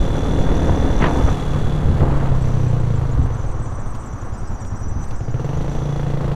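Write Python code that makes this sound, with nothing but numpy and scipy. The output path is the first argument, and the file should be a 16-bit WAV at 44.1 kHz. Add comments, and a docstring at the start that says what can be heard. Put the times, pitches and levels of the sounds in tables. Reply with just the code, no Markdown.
"""A single-cylinder motorcycle, heard from the rider's seat: each firing booms in the pipe and rings
the silencer. It cruises, an oncoming car's wake slaps the microphone, the throttle shuts and the engine
sinks to idle in a slow U-turn, the brake singing thinly; then it pulls away at a steady beat.
Wind buffets the microphone, the tyres roar on the concrete and thump over its joints,
and thin, high chirps come through in the lull."""
import sys
import numpy as np
from scipy import signal
from scipy.fft import rfft, irfft, next_fast_len
from scipy.io import wavfile
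from scipy.ndimage import uniform_filter1d, map_coordinates

SR = 44100
rng = np.random.default_rng(int(sys.argv[2]) if len(sys.argv) > 2 else 0)


def log_audio(samples):
    """Write samples as a 16-bit WAV file to the path given in sys.argv[1]."""
    # one column per channel
    frames = np.atleast_2d(samples).T
    # limit to full scale, then quantise
    limited = np.clip(frames, -1, 1)
    pcm = np.round(limited * 32767).astype(np.int16)
    wavfile.write(sys.argv[1], SR, pcm)


N = 280035
CRUISE_RATE = 39  # firings per second at cruising speed


def boom(cycle, rate, throttle):
    """Each firing pops and sets the gas in the pipe swinging; its note sinks as the gas cools."""
    # the sharp front of each putt: (pitch [Hz], level [dB], decay [s])
    pop_tones = [(257, -19, 0.0039), (475, -23.5, 0.02)]
    heat_lag_s, base_hz, speed_rise_hz, heat_rise_hz = 0.18, 100.9, 38.2, 35.1
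    keep = np.exp(-1 / (heat_lag_s * SR))
    heat = throttle[0] + signal.lfilter([1 - keep], [1, -keep], throttle - throttle[0])
    pipe_hz = base_hz + speed_rise_hz * (rate / CRUISE_RATE) ** 2 + heat_rise_hz * heat
    # below full_rate firings a second, the boom weakens until it reaches its idle level
    full_rate, full_db, idle_db = 28.8, -19, -33.5
    boom_db = np.maximum(full_db - 0.94 * np.maximum(full_rate - rate, 0), idle_db) + 8.5 * throttle
    boom_db += 1.5 * (1 - rate / CRUISE_RATE) ** 2 * wobble(27)  # slow putts are more uneven
    muffle_hz = 126.7  # the silencer swallows the boom as its note climbs above this
    muffled_db = 53 * np.maximum(np.log2(pipe_hz / muffle_hz), 0)
    blows = firings(cycle, scatter_db=1.5) * amp(boom_db - muffled_db)
    out, t = np.zeros(N + SR), np.arange(SR // 10) / SR
    swell = t ** 0.86 * np.exp(-t / 0.0084)
    pop = sum(amp(db) * np.exp(-t / decay) * np.sin(2 * np.pi * hz * t) * 2 / np.sqrt(decay * SR)
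              for hz, db, decay in pop_tones)
    for i in np.flatnonzero(blows):
        ring = swell * np.sin(2 * np.pi * pipe_hz[i] * t)
        out[i:][:len(t)] += blows[i] * (ring / np.linalg.norm(ring) + pop)
    return out[:N]


def bark(cycle, rate, throttle):
    """Each firing rings the silencer, shakes the panels and spits gas, harder with speed and throttle."""
    # the notes of the silencer and airbox: (pitch [Hz], width [Hz], level [dB])
    silencer_notes = [(200, 22, 2.5), (271.1, 7.3, 10), (319.5, 21.3, 9.5), (431.3, 45, 4.5),
                      (493, 15.4, 3), (535, 13, -7.5), (667, 33, -7.5), (784, 17, -22), (1030, 46, -6),
                      (1304, 90, -16)]
    # the buzz of the panels: (frequency [Hz], level [dB])
    panel_colour = [(150, -14), (350, 5), (600, 4), (900, 7), (1300, -32), (1900, -4), (2400, -18.5),
                    (2900, -13.5), (4200, -17.5), (8000, -32), (15700, -40)]
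    # the dry spit of gas: (frequency [Hz], level [dB])
    spit_colour = [(300, -15), (600, 9.5), (1200, -2.5), (2000, -8), (2900, -8.5), (4200, -31), (8000, -43),
                   (15700, -49)]
    bark_db = -34 + 9.5 * octaves(rate / CRUISE_RATE) + 10 * throttle
    blows = firings(cycle, scatter_db=0.7)
    ringing = resonate(blows, silencer_notes)
    silencer = unit(filtered(ringing, lambda hz: 1 / (1 + 1j * hz / 1300) ** 2))  # soften the treble
    # the panels answer every firing alike, so their buzz has a pitch
    t = np.arange(SR // 12) / SR
    answer = rng.standard_normal(len(t)) * np.exp(-t / 0.035) * (1 - np.exp(-t / 0.00085))
    panels = unit(coloured(signal.fftconvolve(blows, answer)[:N], panel_colour))
    spit = noise(spit_colour) * pulses(cycle, rate, delay=0.014, decay=0.004, floor=0.15)
    return amp(bark_db) * (silencer + amp(-8) * panels + amp(-15.5) * spit)


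def ticks(cycle, rate, throttle):
    """Every firing starts with a hard tick, louder as the throttle opens."""
    # the tick's tone: (frequency [Hz], level [dB])
    tick_colour = [(900, -15), (1600, -6), (3000, 1), (4200, -17.5), (7000, -18), (15000, -49)]
    edge = pulses(cycle, rate, delay=0.005, decay=0.005, floor=0.02)
    return amp(-75 + 16 * throttle) * edge * noise(tick_colour)


def valve_gear(cycle, rate):
    """Two valves keep the cylinder's fins ringing in a whine, over a pulsing hiss of air drawn into the engine."""
    # the ringing fins: (pitch [Hz], level [dB], pitch scatter [Hz])
    fin_notes = [(3470, 1.5, 58), (3970, -11.5, 19), (4320, -26, 30), (6830, -16, 55), (7750, -23, 45),
                 (9507, -20, 60), (10309, -23, 50)]
    # how their ringing changes: (time [s], level [dB], pitch shift [Hz])
    ring_changes = [(0, -44.5, 0.5), (1.3, -46, -0.5), (1.42, -47.5, -66), (1.75, -47.5, -60),
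                    (2.05, -59, -50.5), (3.5, -68, -50.5), (5.3, -78, -52), (5.92, -51.5, -49.5),
                    (6.35, -63, -56)]
    # the hiss near 6 kHz and the finer fizz: (time [s], level [dB])
    hiss_levels = [(0, -53), (.45, -50.5), (.6, -50), (1.3, -48.5), (1.35, -55), (1.55, -55.5), (2.1, -65),
                   (2.5, -52.5), (3.05, -60.5), (3.4, -57), (5.2, -55.5), (5.85, -51), (6.35, -65)]
    fizz_levels = [(0, -48.5), (.8, -50), (1.3, -47), (1.9, -50), (2.5, -49), (3.1, -49.5), (3.7, -58),
                   (4.4, -63), (5.3, -59), (5.6, -49.5), (6.35, -52)]
    # their tone: (frequency [Hz], level [dB])
    hiss_colour = [(4500, -29), (5500, -8), (5850, 5.5), (6080, 2.5), (6450, -5), (7500, -18), (9000, -31)]
    fizz_colour = [(1500, 12.5), (3000, 12.5), (4000, 11.5), (5000, 3), (7300, 5.5), (9000, -3.5),
                   (10500, -2.5), (12200, -10), (13200, -9), (15700, -25)]
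    hiss_db, = curves(hiss_levels)
    fizz_db, = curves(fizz_levels)
    ring_db, shift_hz = curves(ring_changes)
    valves = pulses(cycle, rate, delay=0.0065, decay=0.0069, floor=0.7)
    valves += 0.59 * pulses(cycle, rate, delay=0.45, decay=0.0038, floor=0.99)
    fins = sum(amp(db) * tone(hz + shift_hz + scatter * wobble(320)) for hz, db, scatter in fin_notes)
    ring = amp(ring_db) * unit(fins * uniform_filter1d(valves, size=70) ** 1.7)
    depth = (rate / CRUISE_RATE) ** 2  # the pulsing deepens with engine speed
    throb = 1 - depth + depth * pulses(cycle, rate, delay=0.4, decay=0.006, floor=0.67)
    hiss = amp(hiss_db) * noise(hiss_colour) * throb
    fizz = amp(fizz_db) * noise(fizz_colour) * unit(depth * valves + 0.56)
    return ring + (hiss + fizz) * amp(wobble(30))


def brake():
    """The pad on the disc makes a dull rub and one high, fluttering note."""
    # the thin squeal at walking pace: (time [s], pitch [Hz], level [dB])
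    squeal_changes = [(3.1, 6100, -72), (3.3, 6090, -56.5), (4.25, 6010, -60.5), (4.45, 5790, -59),
                      (4.72, 5720, -50), (4.93, 6010, -48), (5.1, 6000, -53), (5.3, 6080, -71)]
    hz, db = curves(squeal_changes)
    waver_hz = 65 * wobble(350)
    squeal = amp(db + 4.5 * wobble(70)) * tone(hz + waver_hz)
    pad = [(1100, 310, 0)]  # (pitch [Hz], width [Hz], level [dB])
    rub = unit(resonate(resonate(rng.standard_normal(N), pad), pad))
    return squeal + amp(-42.5) * hump(s=3.73, spread=0.43) * rub


def knocks():
    """Slack in the running gear knocks while the bike coasts."""
    # the small knocks: (time [s], level [dB])
    hits = [(3.5194, -51.5), (3.6597, -48.5), (3.9495, -44), (4.1094, -53), (4.649, -46), (5.0394, -46),
            (5.108, -41.5)]
    # their tone: (frequency [Hz], level [dB])
    knock_colour = [(500, -14), (1500, 3), (3500, -3), (6000, -8), (11000, -20), (15000, -29)]
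    strikes = np.zeros(N)
    for s, db in hits:
        age = clock() - s
        strikes += amp(db) * (age > 0) * np.exp(-abs(age) / 0.0098)
    return strikes * noise(knock_colour)


def bumps():
    """Each joint in the road gives the bike's frame one dull thump, never quite the same."""
    # the wheels hit joints in the concrete: (time [s], level [dB])
    joints = [(.692, -19.5), (1.547, -18.5), (1.856, -18), (1.886, -12.5), (2.005, -11.5), (3.185, -14),
              (3.237, -17), (4.501, -25), (4.644, -28), (4.723, -23.5), (4.858, -23), (4.886, -24),
              (4.957, -20.5), (4.991, -24)]
    # the frame's low notes: (pitch [Hz], level [dB], decay [s])
    frame_notes = [(86, 10.5, 0.016), (151, 3.5, 0.015), (236, -3.5, 0.022), (303, -5, 0.0063)]
    out, t = np.zeros(N + SR), np.arange(SR // 8) / SR
    for s, db in joints:
        detunes = np.exp(.08 * rng.standard_normal(len(frame_notes)))
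        thump = sum(amp(level) * np.exp(-t / decay) * np.sin(2 * np.pi * hz * detune * t)
                    for (hz, level, decay), detune in zip(frame_notes, detunes))
        out[round(s * SR):][:len(t)] += amp(db) * thump * (1 - np.exp(-t / 0.0042))
    return out[:N]


def tyres(pace):
    """Rubber roars on rough concrete: the bike's own tyres, and the oncoming car's as it passes."""
    # the roar's tone: (frequency [Hz], level [dB])
    roar_colour = [(200, 10), (450, -2.5), (800, 1), (1200, -1.5), (1700, -9.5), (2400, -21), (4000, -29),
                   (9000, -34), (15700, -51)]
    nearest_s, passing_s = 1.2, 0.16
    bike = amp(-35.5 + 2 * octaves(pace))
    car = amp(-29.5) / np.hypot(1, (clock() - nearest_s) / passing_s)
    return np.hypot(bike, car) * amp(1.06 * wobble(25)) * noise(roar_colour)


def wind(pace, intake):
    """Swirls thump the microphone and roughen the rush of air, more so with pace; gusts slap it."""
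    # the low thumping and the rushing air: (frequency [Hz], level [dB])
    thump_colour = [(2, -40), (7, 16.5), (15, 8.5), (30, 5.5), (60, 4.5), (100, 1), (170, -6.5), (300, -17)]
    rush_colour = [(60, -67), (160, -2), (280, -3.5), (500, -7), (900, -18), (1600, -24), (2500, -38),
                   (5000, -85), (12000, -62)]
    # swells and lulls in the thumping: (time [s], level change [dB], spread [s])
    swells = [(0.72, 5.5, 0.017), (1.035, 4, 0.042), (1.284, 8.5, 0.046), (1.398, -8, 0.059),
              (3.231, 4.5, 0.073), (4.517, 4.5, 0.023), (4.89, 1.5, 0.08), (5.25, 0.5, 0.16),
              (5.571, 4, 0.031)]
    # slaps of churning air: (time [s], level [dB], spread [s], bright edge [Hz])
    gusts = [(0.695, -17.5, 0.0049, 770), (1.032, -17.5, 0.017, 1690), (1.06, -20.5, 0.016, 1700),
             (1.101, -22.5, 0.017, 915), (1.16, -23, 0.042, 800), (1.285, -20.5, 0.0091, 1200),
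             (2.007, -21, 0.002, 1510), (2.037, -21, 0.03, 780), (2.17, -29, 0.12, 1160)]
    buffet_db = -16 + 6 * octaves(pace) + sum(db * hump(s, spread) for s, db, spread in swells)
    rush_db = -32 + 9.5 * octaves(pace) + 13.5 * intake  # the engine sucking in air adds to the rush
    swirls = wobble(35)
    thumps = noise(thump_colour)
    deep = filtered(thumps, lambda hz: 1 / (1 + (hz / 45.7) ** 2))
    buffet = amp(buffet_db + 0.42 * swirls) * (deep + pace * (thumps - deep))  # duller when slow
    rush = amp(rush_db + 1.2 * swirls + 1.8 * wobble(110)) * noise(rush_colour)
    slaps = np.zeros(N)
    for s, db, spread, edge_hz in gusts:
        colour = [(80, -12), (220, 0), (edge_hz, -9), (2 * edge_hz, -25), (5 * edge_hz, -55)]
        slaps += amp(db) * hump(s, spread) * noise(colour)
    return buffet + rush + slaps * amp(1.8 * wobble(140))


def chirps():
    """Short, thin, rising chirps with a ragged pitch, among flurries of fainter ones."""
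    # the clearest chirps: (time [s], level before clear_gain_db [dB], pitch [Hz])
    clear_chirps = [(2.4084, -42, 7790), (2.6788, -42, 7560), (2.798, -44, 7680), (2.955, -43.5, 7300),
                    (3.1138, -40.5, 6960), (3.2276, -43, 7640), (3.3777, -44, 7080), (3.5094, -45, 8200),
                    (3.6192, -40, 7890), (3.789, -44, 7790), (3.8985, -42.5, 8270), (4.0557, -38.5, 7510),
                    (4.2094, -41, 6930), (4.335, -41, 7200), (4.4694, -43, 7930), (4.6069, -40.5, 7140),
                    (4.7494, -46, 7210), (4.8778, -43, 7500), (5.024, -44, 6940), (5.1587, -47, 7560),
                    (5.3073, -44, 7000), (5.443, -42, 7370), (5.5694, -40, 6800), (5.7099, -46, 7360)]
    # the flurries: (middle [s], half length [s], top level [dB], lowest [Hz], highest [Hz], chirps [1/s])
    flurries = [(4.15, 1.04, -50.5, 7800, 8500, 24), (4.3, 1.03, -54, 6700, 7300, 46),
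                (4.8, 0.49, -55, 4500, 5700, 45), (4.8, 1, -67, 10500, 12300, 47)]
    clear_gain_db, faint_spread_db, typical_length_s = -7, 8, 0.027
    out, t = np.zeros(N + SR), np.arange(SR // 20) / SR
    clear = [(s, db + clear_gain_db, hz) for s, db, hz in clear_chirps]
    faint = [(middle + half * (2 * when - 1), db - faint_spread_db * weak, low + (top - low) * high)
             for middle, half, db, low, top, density in flurries
             for when, weak, high in rng.random(size=(200, 3))[:int(2 * half * density)]]
    for s, db, hz in clear + faint:
        length = typical_length_s * np.exp(.2 * rng.standard_normal())
        ragged = unit(uniform_filter1d(rng.standard_normal(len(t)), size=20))
        pitch = hz * (1 + .025 * (t / length - .5) + .04 * ragged)
        swell = np.sin(np.pi * np.minimum(t / length, 1) ** 0.55)
        out[round(s * SR):][:len(t)] += amp(db) * swell * tone(pitch)
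    return out[:N]


def firings(cycle, scatter_db):
    """One blow per engine cycle, each a little different; the average power is about 1 at any speed."""
    at = np.flatnonzero(np.diff(np.floor(cycle)) > 0)
    blows = np.zeros(N)
    blows[at] = amp(scatter_db * rng.standard_normal(512)[:len(at)]) / np.sqrt(np.diff(cycle)[at])
    return blows


def pulses(cycle, rate, delay, decay, floor):
    """A level that jumps `delay` cycles after each firing and falls back over `decay` seconds."""
    age = (cycle - delay) % 1 / rate
    burst = np.exp(-age / decay) * (1 - np.exp(-age / 0.00061))
    return unit(floor + burst / np.sqrt(rate * decay / 2))


def amp(db):
    """Turn decibels into a factor to multiply by."""
    return 10 ** (np.asarray(db) / 20)


def unit(x):
    """Scale x to an average power of 1."""
    return x / np.sqrt(np.mean(x ** 2) + 1e-20)


def octaves(share):
    """How many times a speed has doubled over its cruising value."""
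    return np.log2(np.maximum(share, 1e-3))


def clock():
    """The time of every sample, in seconds."""
    return np.arange(N) / SR


def curves(rows):
    """Join a table's points with straight lines: one curve for each column after the time."""
    times, *columns = np.transpose(rows)
    return [np.interp(clock(), times, column) for column in columns]


def hump(s, spread):
    """A smooth swell of height 1 around the time s."""
    return np.exp(-.5 * ((clock() - s) / spread) ** 2)


def wobble(rate):
    """A smooth curve through `rate` random points a second."""
    return map_coordinates(rng.standard_normal(1024), [clock() * rate], mode="mirror")


def tone(hz):
    """A sine wave that follows a changing pitch."""
    return np.sin(2 * np.pi * np.cumsum(hz) / SR)


def noise(colour):
    """Noise of power 1, shaped by (frequency [Hz], level [dB]) points."""
    return unit(coloured(rng.standard_normal(N), colour))


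def coloured(x, colour):
    """Shape x by (frequency [Hz], level [dB]) points and cut everything outside them."""
    f, db = np.transpose(colour)
    return filtered(x, lambda hz: amp(np.interp(np.log(hz + 1), np.log(f), db))
                    * (hz > f[0]) * (hz < f[-1]))


def resonate(x, notes):
    """Let x ring a set of (pitch [Hz], width [Hz], level [dB]) notes."""
    return filtered(x, lambda f: sum(amp(db) * 1j * f * width / (hz * hz - f * f + 1j * f * width)
                                     for hz, width, db in notes))


def filtered(x, response):
    """Multiply each frequency in x by response(frequency)."""
    size = next_fast_len(N + SR // 2)
    return irfft(rfft(x, size) * response(np.fft.rfftfreq(size, 1 / SR)), size)[:N]


def scene():
    """Engine speed, throttle and pace drive the bike and the air around it."""
    # engine speed: (time [s], firings [1/s])
    engine_speed = [(0, 38.75), (1.2, 38.9), (1.4, 36.5), (1.75, 37.25), (2.1, 34.7), (2.85, 28.9),
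                    (3.1, 24.8), (3.35, 22.1), (4, 10.5), (5.15, 9.9), (5.6, 27.4), (5.75, 28.8),
                    (6.35, 27.8)]
    # the twist grip: (time [s], opening [0-1])
    twist_grip = [(0, 0.26), (.7, 0.66), (1.2, 0.23), (1.35, 0.1), (3.58, 0.12), (3.68, 0.3), (3.82, 0.02),
                  (5.06, 0), (5.2, 0.62), (5.45, 0.99), (5.8, 0.42), (6.35, 0.99)]
    # pace over the road: (time [s], share of cruising speed [0-1])
    road_pace = [(0, 0.98), (2, 0.94), (3.15, 0.66), (4, 0.45), (4.7, 0.45), (5.2, 0.47), (6.35, 0.61)]
    rate, = curves(engine_speed)
    throttle, = curves(twist_grip)
    pace, = curves(road_pace)
    cycle = np.cumsum(rate) / SR  # counts up by one for each firing
    intake = throttle * (rate / CRUISE_RATE) ** 4
    exhaust = boom(cycle, rate, throttle) + bark(cycle, rate, throttle)
    engine = exhaust + ticks(cycle, rate, throttle) + valve_gear(cycle, rate)
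    return (engine + brake() + knocks() + bumps() + tyres(pace) + wind(pace, intake) + chirps())[None]


def record(dry):
    """The sound starts and ends softly, and its highest treble is cut off."""
    fade_s, top_hz = .004, 15700
    edges = np.minimum(np.minimum(clock(), clock()[::-1]) / fade_s, 1)
    return filtered(dry[0] * edges, lambda hz: hz < top_hz)[None]


dry = scene()
out = record(dry)
log_audio(out)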